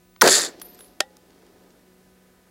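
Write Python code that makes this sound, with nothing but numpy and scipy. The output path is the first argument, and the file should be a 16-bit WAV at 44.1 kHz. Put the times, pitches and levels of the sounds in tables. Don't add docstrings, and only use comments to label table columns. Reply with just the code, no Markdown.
import sys
import numpy as np
from scipy import signal
from scipy.fft import rfft, irfft, next_fast_len
from scipy.io import wavfile
from scipy.ndimage import map_coordinates

SR = 44100
rng = np.random.default_rng(int(sys.argv[2]) if len(sys.argv) > 2 else 0)


def transcribe(signal):
    frames = np.atleast_2d(signal).T
    limited = np.clip(frames, -1, 1)
    pcm = np.round(limited * 32767).astype(np.int16)
    wavfile.write(sys.argv[1], SR, pcm)


def ratio_of_db(decibels):
    return 10 ** (np.asarray(decibels, float) / 20)


N = 110250

HAMMER_S, BLAST_S, RESET_S = .2122, .2172, 1.0042

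# t/s, f/Hz, level/dB of multiples 1, 2 and 4
ENGINE = [(0, 179.4, -59, -63, -79), (.5, 180, -61.5, -67, -73.5), (.64, 180.4, -59, -55, -60.5),
          (.99, 181.9, -66.5, -67.5, -67), (1.1, 181.1, -62.5, -83.5, -79), (1.8, 182.6, -60.5, -75, -89),
          (1.88, 184.5, -58.5, -57.5, -84), (2.2, 185.9, -58, -64.5, -92), (2.5, 182.6, -62.5, -65, -84.5)]
# multiple of 250 Hz, level/dB
BUZZ = [(1, -70), (2, -74), (3, -75), (4, -74), (5, -74.5), (6, -75.5), (7, -75.5), (8, -78), (9, -79.5),
        (10, -83.5), (11, -84)]
# f/Hz, level/dB
AIR_TONE = [(12, -40), (40, -5), (130, -10.5), (420, -12.5), (900, -23.5), (1900, -27), (2500, -24.5),
            (15700, -28)]
# t/s, level/dB, f/Hz
TICKS = [(.162, -37, 1670), (0.5977, -36, 5470), (0.603, -45.5, 4500), (0.7464, -40, 5600),
         (0.753, -46.5, 5970), (0.765, -55, 380), (.845, -45.5, 4040), (0.883, -49, 6000),
         (1.105, -52.5, 3950), (1.168, -35.5, 4530), (1.168, -40.5, 700), (1.305, -47, 3490),
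         (1.33, -52, 2000), (1.42, -50, 3000), (1.465, -45.5, 3513), (1.7048, -46.5, 4000)]
# t/s, level/dB, t60/s
BOLT = [
    (HAMMER_S, 3, .007),
    (.2524, -13, .012),
    (.2628, -7, .015),
    (.2745, -2.5, .024),
    (.2860, -11, .02),
]
# f/Hz, level/dB
BOLT_TONE = [(300, -30.5), (700, -10), (2000, -5), (3000, -3.5), (4000, 1), (7500, -7.5), (10200, -9.5),
             (15700, -24.5)]
# t/s, level/dB
BRUSH = [(.222, -23.5), (.27, -23.5), (.30, -17), (.335, -13), (.40, -20), (.455, -27.5), (.49, -42.5),
         (.52, -61), (.56, -89)]
# f/Hz, width/Hz, level/dB
BRUSH_BANDS = [(1782, 420, -8.5), (3820, 510, -7.5), (4440, 1100, -3.5), (5670, 700, -12.5),
               (7110, 1400, -2.5), (8660, 530, -11), (10500, 620, -9)]
# f/Hz, level/dB
BRUSH_TONE = [(500, -31), (1200, -7.5), (2700, -13), (6000, -4.5), (12000, -19.5), (15700, -31.5)]
# t/s, level/dB
FAR_BRUSH = [(.45, -49.5), (.56, -59.5), (.72, -60), (.84, -62.5), (1.0, -75), (1.4, -69), (1.8, -74.5),
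             (2.5, -93)]
# f/Hz, level/dB
FAR_BRUSH_TONE = [(900, -21.5), (1400, -10.5), (1850, -1.5), (2600, -5), (3600, -3), (4900, -2), (6200, -8),
                  (12000, -29)]
# t/s, level/dB
BOOM = [(.222, -16), (.27, -16.5), (.30, -23.5), (.40, -30.5), (.48, -42), (.55, -57.5), (.65, -66.5)]
# f/Hz, level/dB
BOOM_TONE = [(50, -44), (160, -15), (280, -11), (370, 1), (620, -5.5), (1100, -14), (1750, -9.5),
             (3200, -34)]
# t/s, level/dB
HILLS = [(.45, -45), (.6, -53), (.78, -55), (.95, -58.5), (1.2, -63), (1.42, -57), (1.7, -58.5), (1.9, -67),
         (2.5, -95)]
# f/Hz, level/dB
HILLS_TONE = [(100, -25), (230, -3), (330, 1), (550, -5), (900, -12.5), (1600, -25.5), (3000, -40.5)]
# t/s, level/dB, f/Hz
THUMPS = [
    (0.2328, -6, 450),
    (.2376, -7, 420),
    (0.2420, -4, 500),
    (.2530, -9, 560),
    (0.2590, -8, 550),
    (0.2674, -1, 470),
    (0.2883, -13, 460),
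]
# t/s, knock level/dB, low ring level/dB, high ring level/dB, spin/(1/s)
LANDINGS = [
    (0.6154, -25, -35, -37.5, 23.5),
    (0.7899, -39.5, -46.5, -55, 20),
    (0.8062, -35, -43, -56, 1.2),
]
# f/Hz, t60/s, throbs per turn, first swell/s
BRASS = [
    (10965, 0.24, 1.4, .012),
    (13010, 0.55, 1, 0),
    (14860, .3, 1.5, 0.004),
]
# delay/s, level/dB
RESET_GAPS = [
    (-.0014, -24),
    (.0002, 2),
    (.0011, -3),
    (.0019, 0),
    (.003, -9),
    (.0045, -16),
]
# f/Hz, level/dB
RESET_TONE = [(200, -20), (750, -5.5), (1000, -12), (1440, 1), (2200, -6.5), (2900, 1), (10500, -14.5),
              (15700, -31)]
# f/Hz, level/dB, t60/s
RECEIVER = [(380, -2.5, 0.033), (611.8, -4.5, .05), (788, -5.5, 0.077), (4500, -11.5, 0.018),
            (1306, -2.5, 0.017), (1580, -6.5, 0.022), (1835, -1.5, 0.05), (2530, -15, 0.025),
            (2920, 0.5, 0.013), (3607, -24.5, 0.1), (5220, -28, 0.094), (5500, -29.5, 0.04)]
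# f/Hz, level/dB, t60/s
BARREL = [(520, -30, 0.6), (840, -35, 0.75), (1950, -33, 0.28), (1400, -40, 0.3563)]

BLAST_DB, BLAST_T60 = 24.5, .03
START_HZ, END_HZ, SINK_S = 1780, 700, .0086
MUZZLE_HZ, MUZZLE_DB, MUZZLE_S = 5895, 8, .0013
WANDER, GRIT_DB = .22, -5.5
CEILING_DB, SAG_DB_PER_S, COUPLING_HZ = -2, 599.5, 600
AIR_LOSS_DB, LOSS_FROM_S, LOSS_FOR_S = 8, .36, .15
RESET_DB = -6
MIC_LOW_HZ, SHOT_LOW_HZ = 230, 112


def unit(x):
    return x / np.sqrt(np.mean(x ** 2) + 1e-20)


def since(s):
    t = np.arange(N) / SR - s
    return np.maximum(t, 0), t >= 0


def curves(rows):
    s, *columns = np.transpose(rows)
    return [np.interp(np.arange(N) / SR, s, column) for column in columns]


def wobble(rate):
    knots = rng.standard_normal(int(N * rate / SR) + 4)
    return map_coordinates(knots, [np.arange(N) * rate / SR])


def filtered(x, response):
    m = next_fast_len(N + SR // 2)
    return irfft(rfft(x, m) * response(np.fft.rfftfreq(m, 1 / SR)), m)[..., :N]


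def noise(tone):
    f, db = np.transpose(tone)
    colour = lambda hz: ratio_of_db(np.interp(np.log(hz + 1), np.log(f + 1), db))
    return unit(filtered(rng.standard_normal(N), colour))


def band(hz, centre, width):
    return 1j * hz * width / (centre ** 2 - hz ** 2 + 1j * hz * width)


def burst(s, db, t60, colour, attack=.0007):
    t, on = since(s)
    return on * ratio_of_db(db - 60 * t / t60) * (1 - np.exp(-t / attack)) * colour


def ring(s, db, modes, spread_db):
    t, on = since(s)
    draw = rng.standard_normal((len(modes), 2))
    out = 0
    for (hz, level, t60), (luck, phase) in zip(modes, draw):
        decay = ratio_of_db(db + level + spread_db * luck - 60 * t / t60)
        out = out + decay * np.sin(2 * np.pi * hz * t + 2 * phase)
    return on * out * (1 - np.exp(-t / .0003))


def background():
    hz, *levels = curves(ENGINE)
    turn = 2 * np.pi * np.cumsum(hz * (1 + .001 * wobble(6))) / SR
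    drone = sum(ratio_of_db(db + .6 * wobble(12)) * np.sin(2 ** k * turn) for k, db in enumerate(levels))
    buzz = sum(ratio_of_db(db) * np.sin(2 * np.pi * k * 250 * since(0)[0]) for k, db in BUZZ)
    air = ratio_of_db(-61.5 + .48 * wobble(5.5)) * noise(AIR_TONE)
    return drone + buzz + air


def ticks():
    white = rng.standard_normal(N)
    out = 0
    for s, db, hz in TICKS:
        click = unit(filtered(white, lambda f: band(f, hz, 1.5 * hz) ** 2))
        out = out + burst(s, db, .009, click)
    return out


def action():
    steel = noise(BOLT_TONE) * ratio_of_db(2 * wobble(1200))
    return sum(burst(s, db, t60, steel, attack=.0012) for s, db, t60 in BOLT)


def blast():
    t, on = since(BLAST_S)
    hz = END_HZ + (START_HZ - END_HZ) / (1 + (t / SINK_S) ** 4)
    hz = hz * np.exp(WANDER * wobble(1100))
    grit = ratio_of_db(GRIT_DB) / (1 + (t / SINK_S) ** 6) * rng.standard_normal(N)
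    swing = np.sin(2 * np.pi * np.cumsum(on * hz) / SR) + grit
    shrill = ratio_of_db(MUZZLE_DB) * np.exp(-(t / MUZZLE_S) ** 3) * np.sin(2 * np.pi * MUZZLE_HZ * t)
    loud = on * ratio_of_db(BLAST_DB - 60 * t / BLAST_T60 + 1.4 * wobble(360)) * (swing + shrill)
    flat = ratio_of_db(CEILING_DB - SAG_DB_PER_S * t) * np.tanh(loud)
    return filtered(flat, lambda f: 1j * f / (COUPLING_HZ + 1j * f) / (1 + 1j * f / 12000))


def echoes():
    fade_in = np.clip(since(BLAST_S)[0] / .0088, 0, 1)
    clicks = unit(ratio_of_db(4 * wobble(900)) * rng.standard_normal(N))
    late = np.minimum(since(LOSS_FROM_S)[0], LOSS_FOR_S)
    bands = np.array([filtered(clicks, lambda f: ratio_of_db(db) * band(f, c, w) ** 2) for c, w, db in BRUSH_BANDS])
    bands = unit(bands) / np.sqrt(len(BRUSH_BANDS))
    comb = 0
    for (centre, width, db), one in zip(BRUSH_BANDS, bands):
        air_loss = -AIR_LOSS_DB * late * (centre - 5500) / 1000
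        comb = comb + ratio_of_db(air_loss + 1.4 * wobble(80)) * one
    brush = ratio_of_db(curves(BRUSH)[0]) * (comb + ratio_of_db(-7) * noise(BRUSH_TONE))
    far = ratio_of_db(curves(FAR_BRUSH)[0] + 1.2 * wobble(130)) * noise(FAR_BRUSH_TONE)
    boom = ratio_of_db(curves(BOOM)[0] + 2.5 * wobble(60)) * noise(BOOM_TONE)
    hills = ratio_of_db(curves(HILLS)[0] + 1.6 * wobble(33)) * noise(HILLS_TONE)
    return fade_in * (brush + far + boom + hills)


def thumps():
    out = 0
    for s, db, hz in THUMPS:
        turn = hz * (np.arange(N) / SR - s)
        swell = np.exp(-(turn - .5) ** 2 / .33)
        triangle = 2 / np.pi * np.arcsin(.97 * np.sin(2 * np.pi * turn + 1.6))
        out = out + ratio_of_db(db) * swell * triangle
    return out


def case():
    stone = noise([(300, -14), (850, -0.5), (1600, 1.5), (2400, -8.5), (3400, 0), (4800, -6.5),
                   (6100, -5.5), (15000, -12)])
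    ends = [row[0] for row in LANDINGS[1:]] + [N / SR]
    out = 0
    for (s, knock_db, low_db, high_db, spin), end in zip(LANDINGS, ends):
        out = out + burst(s, knock_db, .015, stone)
        choke = np.exp(-since(end)[0] / .0023)
        for (hz, t60, throbs, swell), db in zip(BRASS, (low_db, high_db, low_db - 19.5)):
            tumble = .0514 + np.cos(np.pi * spin * throbs * (since(s)[0] - swell))
            throb = tumble * ratio_of_db(2 * wobble(52))
            out = out + throb * ring(s, db, [(hz, 0, t60)], spread_db=.83) * choke
    return out


def trigger():
    snap = noise(RESET_TONE)
    cracks = sum(burst(RESET_S + s, RESET_DB + 1.5 + db, .0045, snap, attack=.00012) for s, db in RESET_GAPS)
    hum = sum(ratio_of_db(3 * wobble(70)) * ring(RESET_S, RESET_DB - 11, [mode], spread_db=.3) for mode in BARREL)
    body = sum(ratio_of_db(3 * wobble(150)) * ring(RESET_S, RESET_DB - 10, [mode], spread_db=.5) for mode in RECEIVER)
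    noisy_tail = burst(RESET_S + .004, RESET_DB - 28.5, .071, snap)
    return cracks + body + noisy_tail + hum


def scene():
    metal = action() + case() + ticks() + trigger()
    metal = filtered(metal, lambda f: (1j * f / (MIC_LOW_HZ + 1j * f)) ** 3)
    shot = filtered(blast() + thumps(), lambda f: (1j * f / (SHOT_LOW_HZ + 1j * f)) ** 2)
    return (shot + metal + echoes() + background())[None]


def roll_off(x):
    return signal.sosfilt(signal.butter(12, 15820, fs=SR, output="sos"), x)


def record(dry):
    held = dry / (1 + np.abs(dry / .98) ** 6) ** (1 / 6)
    mix = filtered(held, lambda hz: hz < 15800)
    return roll_off(mix)


dry = scene()
out = record(dry)
transcribe(out)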